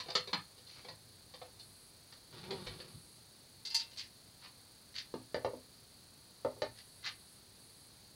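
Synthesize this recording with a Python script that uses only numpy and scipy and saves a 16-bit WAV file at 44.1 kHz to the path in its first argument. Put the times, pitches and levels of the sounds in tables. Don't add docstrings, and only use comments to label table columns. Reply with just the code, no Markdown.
import sys
import numpy as np
from scipy import signal
from scipy.io import wavfile
from scipy.ndimage import uniform_filter1d

SR = 44100
rng = np.random.default_rng(int(sys.argv[2]) if len(sys.argv) > 2 else 0)


def to_wav(s):
    ch = np.atleast_2d(s).T
    pcm = np.round(np.clip(ch, -1, 1) * 32767)
    wavfile.write(sys.argv[1], SR, pcm.astype(np.int16))


N = 359400

# hz, level_db (relative)
HISS_SPECTRUM = [(20, -11), (35, -13), (50, 2.5), (80, 5), (110, 9), (200, 3), (400, 0), (1000, -4.5),
                 (3000, -7), (4400, -3), (5600, -9), (7400, -13.5), (12500, -19.5), (16000, -13)]
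# centre_hz, width_hz (before a factor in the filter), level_db,
# flutter_depth (0-1)
WHINE_BANDS = [(6590, 230, -83.5, 0.05), (8150, 240, -81, 0), (8845, 370, -74.5, 0.85),
               (10610, 510, -72.5, 0.02), (13530, 500, -80, 0.7)]
FIZZ_TIMES = [1.6, 2.53, 2.88, 6.73, 7.09, 7.59]
# start_s, level_db, pitch_hz (of the thump), hardness_db
DRAWER_HITS = [(0.001, -41, 854, 3.5), (0.06, -46, 560, -9), (0.085, -37, 680, -7.5),
               (0.102, -43, 740, 5.5), (0.1525, -26, 540, 2), (0.274, -41.5, 526, 0),
               (0.331, -25.5, 1060, -7), (0.579, -56.5, 510, 2), (0.668, -66, 600, 15),
               (0.847, -45, 570, -6.5), (0.885, -41, 630, -5.5), (1.339, -46.5, 710, -1),
               (1.416, -38.5, 730, -21), (1.597, -63.5, 670, 16.5), (2.124, -53.5, 680, 4)]
# start_s, level_db
DRAWER_JOLTS = [(2.438, -51), (2.507, -41), (2.668, -42), (2.801, -49)]
# pitch_hz, level_db (before a tilt towards high pitches), t60_s
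DRAWER_RING = [(104.8, 3, 0.33), (160, -0.5, 0.21), (395, -4, 0.17), (501.4, 3, 0.24), (878, -18, 0.22),
               (1012, -13, 0.13), (1576, -24, 0.12), (2290, -10.5, 0.064), (3020, -16, 0.26),
               (3600, -4, 0.06), (3680, -11, .12), (4270, -7, 0.39), (4564, -9, 0.053), (5050, -9.5, 0.17),
               (7460, -11, 0.57)]
# hz, level_db (relative)
TICK_SPECTRUM = [(1500, -28), (2800, 5.5), (3600, 7), (4800, 6.5), (6000, -2), (7500, -14), (11000, -25.5),
                 (16000, -35)]
# hz, t60_s
ROOM_DECAY = [(100, 0.41), (300, 0.17), (800, 0.2), (2000, 0.21), (4500, 0.18), (8000, 0.13),
              (15000, 0.032)]
# start_s, length_s, level_db, low_edge_hz
SCRAPE_STROKES = [(0.657, 0.21, -56, 2050), (0.738, 0.082, -55, 397), (3.951, 0.12, -47, 2100),
                  (4.403, 0.093, -52, 850), (4.936, 0.099, -42, 1750), (6.74, 0.094, -55.5, 1620),
                  (7.025, 0.085, -38, 1070)]
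# hz, level_db (relative)
RUMBLE_SPECTRUM = [(25, -33), (65, -8), (105, 1.5), (190, 0.5), (280, -7.5), (420, -3), (800, -17),
                   (1600, -33), (5000, -58)]
GRIT_SPECTRUM = [(200, -17), (550, 0), (1100, 6.5), (2000, 2), (3800, 4), (5200, -3.5), (8000, -26),
                 (16000, -39)]
# pitch_hz, half_width_hz (at half amplitude), level_db (relative)
RUNNER_RESONANCES = [(200, 125, 3.5), (426, 34, 2.5), (657, 73, -20), (865, 35, 4.5), (1205, 110, -12)]
# start_s, level_db
BENCH_SHUDDERS = [(2.341, -68), (2.675, -54), (2.935, -55.5)]
# start_s, level_db, brightness_hz, ring_db, rebound_change_db
STEEL_CLINKS = [(3.651, -41.5, 5360, -5, -2), (3.703, -49, 4000, 1, 1), (3.745, -32, 11000, 3.5, -3),
                (3.796, -41, 3260, -2, -1.5), (3.912, -57, 2960, -7, 0.5), (3.973, -45.5, 4940, -15, 1)]
# pitch_hz, level_db (before a tilt towards high pitches), t60_s
STEEL_RING = [(915, 0.5, 0.18), (1794, -10.5, 0.14), (2078, -7.5, 0.24), (2700, -4, 0.23),
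              (3140, -7.5, 0.082), (3730, -25, .2), (4150, -22, .16), (4375, -5.5, 0.066),
              (4580, -4.5, 0.098), (4820, -1, .15), (4870, -4, 0.14), (5060, -7, .13), (5390, -4.5, 0.14),
              (6029, -14, 0.13), (7000, -33, .15), (10940, -20, 0.17)]
# start_s, level_db, pitch_hz (of the thump), hardness_db
BENCH_HITS = [(5.1405, -33.5, 435, -20.5), (5.345, -28.5, 550, -16), (5.364, -35, 530, -28),
              (5.4475, -24.5, 644, -25), (5.534, -38.5, 485, -48), (6.4485, -24, 545, -31.5),
              (6.565, -46, 490, -37), (6.62, -27.5, 547, -12.5)]
# pitch_hz, level_db (before a tilt towards high pitches), t60_s
BENCH_RING = [(115.1, 2, 0.5), (256.3, 2.5, 0.29), (317, -3, 0.12), (405.3, -0.5, 0.17),
              (495.5, -1.5, 0.051), (548, -10.5, 0.14), (611, -8.5, 0.073), (775, -32, 0.14),
              (893, -3, 0.14), (1127, -5, 0.034), (1216, -7, 0.15), (1790, -6, 0.17)]
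# hz, level_db
MICROPHONE_RESPONSE = [(20, 4.5), (2800, -2), (3600, 0.5), (4150, 6.5), (4600, 8), (5200, 0.5), (6200, 2.5),
                       (20000, 1.5)]

HISS_DB, FLUTTER_HZ = -63, 29.5
JOLT_HZ, JOLT_CLACK_HZ, JOLT_CLACK_DB, JOLT_TICK_DB = 600, 2270, 6, -17
SCRAPE_RISE_S, SCRAPE_WIDTH_HZ = 0.046, 3100
PUSH_START_S, PUSH_ATTACK_S, PUSH_HOLD_S, PUSH_RELEASE_S = 2.3, 0.041, 0.33, 0.38
BIND_S, BIND_RISE_S, BIND_FALL_S = 2.523, .036, .05
SLIPS_LOOSE_HZ, SLIPS_TIGHT_HZ = 135, 203.8
REBOUND_S, REBOUND_SPREAD = .006, 1.65
EDGE_HZ = 15850

HZ = np.fft.rfftfreq(8192, 1 / SR) + 1
RING = np.arange(SR // 2) / SR
TIME = np.arange(N) / SR


def amp(db):
    return 10 ** (np.asarray(db) / 20)


def evened(x):
    return x / np.sqrt(np.mean(x ** 2) + 1e-20)


def read(points, hz):
    f, value = np.transpose(points)
    return np.interp(np.log(hz + 1), np.log(f), value)


def add(mix, start_s, sound):
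    part = mix[max(round(start_s * SR), 0):][:len(sound)]
    part += sound[:len(part)]


def band(low_hz, high_hz, order=2):
    low_side = 1 + (low_hz / HZ) ** (2 * order)
    high_side = 1 + (HZ / high_hz) ** (2 * order)
    return 1 / np.sqrt(low_side * high_side)


def hump(hz, octaves, skirt_db=-45):
    away = np.log2(HZ / hz)
    return np.exp(-.5 * (away / octaves) ** 2) + amp(skirt_db) / (1 + away ** 4)


def hollow(modes, depth, width):
    peaks = sum(amp(db) / (1 + ((HZ / hz - 1) / width) ** 2) for hz, db, t60 in modes)
    return 1 + depth * peaks


def pulse(gain):
    log_gain = np.log(np.maximum(gain, gain.max() * 1e-5))
    circle = np.concatenate([log_gain, log_gain[-2:0:-1]])
    spectrum = np.exp(np.conj(signal.hilbert(circle)))
    return np.fft.ifft(spectrum).real[:len(HZ)]


def colour(x, gain):
    return signal.oaconvolve(x, pulse(gain))[:len(x)]


def room(x, wet_db, gap_s=.002):
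    taps = rng.choice([-1., 1.], len(RING)) * (rng.random(len(RING)) < .12) * (RING > gap_s)
    hz, t, z = signal.stft(taps, SR, nperseg=256)
    t60 = read(ROOM_DECAY, hz)[:, None]
    tail = signal.istft(z * amp(-60 * t / t60), SR, nperseg=256)[1]
    response = amp(wet_db) * tail / np.linalg.norm(tail)
    response[0] += 1
    return signal.fftconvolve(x, response)


def grains(count, per_s, uneven_db):
    chance, size = rng.random(count), rng.exponential(1, count)
    sign = rng.choice([-1, 1], count)
    return (chance < per_s / SR) * sign * amp(uneven_db * np.minimum(size, 4))


def blow(db, gain):
    return amp(db) * evened(gain) * np.sqrt(SR / 100)


def chatter(share, t60, rise_s=0.00056):
    hits = rng.standard_normal(len(RING)) * amp(-60 * RING / t60) * (1 - np.exp(-RING / rise_s))
    hits *= share / np.linalg.norm(hits)
    hits[0] += 1
    return hits / np.linalg.norm(hits)


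def struck(contact, hits, wet_db, gap_s=0.0014):
    crack = room(colour(hits, contact), wet_db, gap_s)[:len(RING)]
    return crack * np.linalg.norm(pulse(contact)) / np.linalg.norm(crack)


def ringing(modes, detune=0.0045):
    out = np.zeros(len(RING))
    variations = rng.standard_normal((len(modes), 3))
    for (hz, db, t60), (drift, size_db, side) in zip(modes, variations):
        sine = np.sign(side) * np.sin(2 * np.pi * hz * (1 + detune * drift) * RING)
        mode = sine * amp(-60 * RING / t60)
        out += amp(db + size_db) * mode / np.linalg.norm(mode) * np.sqrt(hz / SR)
    return out


def background(fizz_db=-69, fizz_length_s=0.302):
    out = amp(HISS_DB) * evened(colour(rng.standard_normal(N), amp(read(HISS_SPECTRUM, HZ))))
    flutter = np.sin(2 * np.pi * FLUTTER_HZ * TIME)
    for hz, width, db, depth in WHINE_BANDS:
        resonance = 1 / (1 + ((HZ - hz) / width * 1.07) ** 2)
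        whine = colour(rng.standard_normal(N), resonance)
        out += amp(db) * evened(whine * (1 + depth * flutter))
    on = sum((TIME > s) & (TIME < s + fizz_length_s) for s in FIZZ_TIMES)
    treble = band(7900, 11260, order=30) * band(14000, 14000, order=2)
    fizz = colour(rng.standard_normal(N), treble)
    return out + amp(fizz_db) * on * evened(fizz)


def contacts(rows, clack_db, clack_share, clack_hz, clack_follow):
    middle_hz = np.median([hz for s, db, hz, hardness in rows])
    parts = []
    for s, db, hz, hardness in rows:
        clack_level = db + clack_db + clack_share * hardness
        clack_pitch = clack_hz * (hz / middle_hz) ** clack_follow
        parts.append((s, db, hz, clack_level, clack_pitch, db + hardness))
    return parts


def knocks(rows, modes, ring_db, level_db, wet_db, rattle, rattle_t60, rattle_rise_s,
           thump_octaves, clack_octaves, skirt_db, bass_db, bass_hz, gap_s):
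    out = np.zeros(N)
    body = hollow(modes, depth=2.2, width=.022)
    tick = amp(read(TICK_SPECTRUM, HZ))
    for s, thump_db, hz, clack_db, clack_hz, tick_db in rows:
        thump = hump(hz, thump_octaves, skirt_db) + amp(bass_db) * hump(bass_hz, 0.68)
        clack = hump(clack_hz, clack_octaves, skirt_db=-12)
        parts = blow(thump_db, thump * body), blow(clack_db, clack * body), blow(tick_db, tick * body)
        contact = np.linalg.norm(parts, axis=0)
        hits = chatter(rattle, rattle_t60, rattle_rise_s)
        add(out, s, struck(contact, hits, wet_db, gap_s))
        add(out, s, colour(amp(ring_db) * ringing(modes), contact / body))
    return amp(level_db) * out


def jolts():
    return [(s, db, JOLT_HZ, db + JOLT_CLACK_DB, JOLT_CLACK_HZ, db + JOLT_TICK_DB)
            for s, db in DRAWER_JOLTS]


def drawer_knocks():
    rows = contacts(DRAWER_HITS, clack_db=-2.0, clack_share=0.24, clack_hz=1840, clack_follow=0.21)
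    return knocks(rows + jolts(), DRAWER_RING, ring_db=-2.5, level_db=-6.5, wet_db=2.0,
                  rattle=2.8, rattle_t60=0.023, rattle_rise_s=0.0019,
                  thump_octaves=0.51, clack_octaves=0.63, skirt_db=-15,
                  bass_db=-8.0, bass_hz=177, gap_s=0.0017)


def scrapes(level_db=-4, catch_db=4.0, body_hz=1950, body_db=3):
    out = np.zeros(N)
    body = amp(body_db * hump(body_hz, .14))
    blade = hollow(STEEL_RING, depth=0.73, width=0.0077)
    for s, length, db, low_hz in SCRAPE_STROKES:
        t = np.arange(0, length, 1 / SR)
        wander = evened(uniform_filter1d(rng.standard_normal(len(RING)), 180))
        friction = grains(len(RING), 8000, 1.5) * amp(catch_db * wander)
        surface = band(low_hz, low_hz + SCRAPE_WIDTH_HZ, order=3) * band(200, 6100, order=5)
        rasp = evened(colour(friction, surface * body * blade)[:len(t)])
        stroke = np.interp(t, [0, SCRAPE_RISE_S, length], [0, 1, 0])
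        add(out, s, room(amp(db) * rasp * stroke, wet_db=-5.0))
    return amp(level_db) * out


def drawer_slide(rumble_db=-61.0, grit_db=-61, grit_power=1.1):
    corners = PUSH_START_S + np.cumsum([0, PUSH_ATTACK_S, PUSH_HOLD_S, PUSH_RELEASE_S])
    speed = np.interp(TIME, corners, [0, 1, 1, 0])
    rumble = evened(colour(grains(N, 830, 2.5), amp(read(RUMBLE_SPECTRUM, HZ))))
    box = hollow(DRAWER_RING, depth=0.64, width=0.014)
    grit = evened(colour(grains(N, 600, 3.2), amp(read(GRIT_SPECTRUM, HZ)) * box))
    slide = rumble * amp(rumble_db) * speed + grit * amp(grit_db) * speed ** grit_power
    return room(slide, wet_db=-2.5)[:N]


def drawer_groan(groan_db=-44, slip_power=.25, jitter=0.038):
    bind = np.exp(-np.maximum((BIND_S - TIME) / BIND_RISE_S, (TIME - BIND_S) / BIND_FALL_S))
    rate_hz = SLIPS_LOOSE_HZ + (SLIPS_TIGHT_HZ - SLIPS_LOOSE_HZ) * bind ** slip_power
    wander = evened(uniform_filter1d(rng.standard_normal(N), 200))
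    turns = np.cumsum(rate_hz * (1 + jitter * wander)) / SR
    slips = np.diff(np.floor(turns), prepend=0)
    peaks = sum(amp(db) / (1 + ((HZ - hz) / width) ** 2) for hz, width, db in RUNNER_RESONANCES)
    groan = evened(colour(slips, peaks * band(120, 2000))) * amp(groan_db) * bind
    return room(groan, wet_db=-5.0)[:N]


def shudders(hz=120, octaves=0.69, swell_s=.022):
    out, u = np.zeros(N), RING / swell_s
    for s, db in BENCH_SHUDDERS:
        rumble = evened(colour(rng.standard_normal(len(RING)), hump(hz, octaves, skirt_db=-32)))
        add(out, s, amp(db) * u * np.exp(1 - u) * rumble)
    return out


def drawer_stop(start_s=2.665, db=-55, hz=48, swell_s=.018):
    out, u = np.zeros(N), RING / swell_s
    add(out, start_s, amp(db) * u * np.exp(1 - u) * np.sin(2 * np.pi * hz * RING))
    return out


def touches(count=3):
    return [(s + REBOUND_S * k ** REBOUND_SPREAD, db + k * change_db, bright_hz, ring_db)
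            for s, db, bright_hz, ring_db, change_db in STEEL_CLINKS for k in range(count)]


def clinks(low_hz=3600, low_leak=0.23, ring_db=3, level_db=-4.5):
    out = np.zeros(N)
    for s, db, bright_hz, free_db in touches():
        hardness = band(1400, bright_hz, order=2)
        contact = (band(low_hz, 5400, order=4) + low_leak * band(680, 16000, order=2)) * hardness
        rebounds = chatter(9, .028, .002)
        add(out, s, struck(blow(db, contact), rebounds, wet_db=-1.5))
        blades = amp(ring_db + free_db) * ringing(STEEL_RING, detune=0.0014)
        add(out, s, colour(blades, blow(db, hardness)))
    return amp(level_db) * out


def bench_knocks():
    rows = contacts(BENCH_HITS, clack_db=4, clack_share=0.88, clack_hz=1670, clack_follow=1.66)
    return knocks(rows, BENCH_RING, ring_db=0.5, level_db=-4.5, wet_db=-1.5,
                  rattle=1.0, rattle_t60=0.016, rattle_rise_s=0.0022,
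                  thump_octaves=0.39, clack_octaves=0.35, skirt_db=-6,
                  bass_db=-11, bass_hz=117, gap_s=0.0033)


def scene():
    drawer = drawer_knocks() + drawer_slide() + drawer_groan() + drawer_stop()
    bench = shudders() + bench_knocks()
    return (background() + drawer + scrapes() + clinks() + bench)[None]


def record(dry):
    heard = colour(dry[0], amp(read(MICROPHONE_RESPONSE, HZ)))
    limit = signal.firwin(801, EDGE_HZ, window=("kaiser", 9), fs=SR)
    return signal.oaconvolve(heard, limit, "same")[None]


dry = scene()
out = record(dry)
to_wav(out)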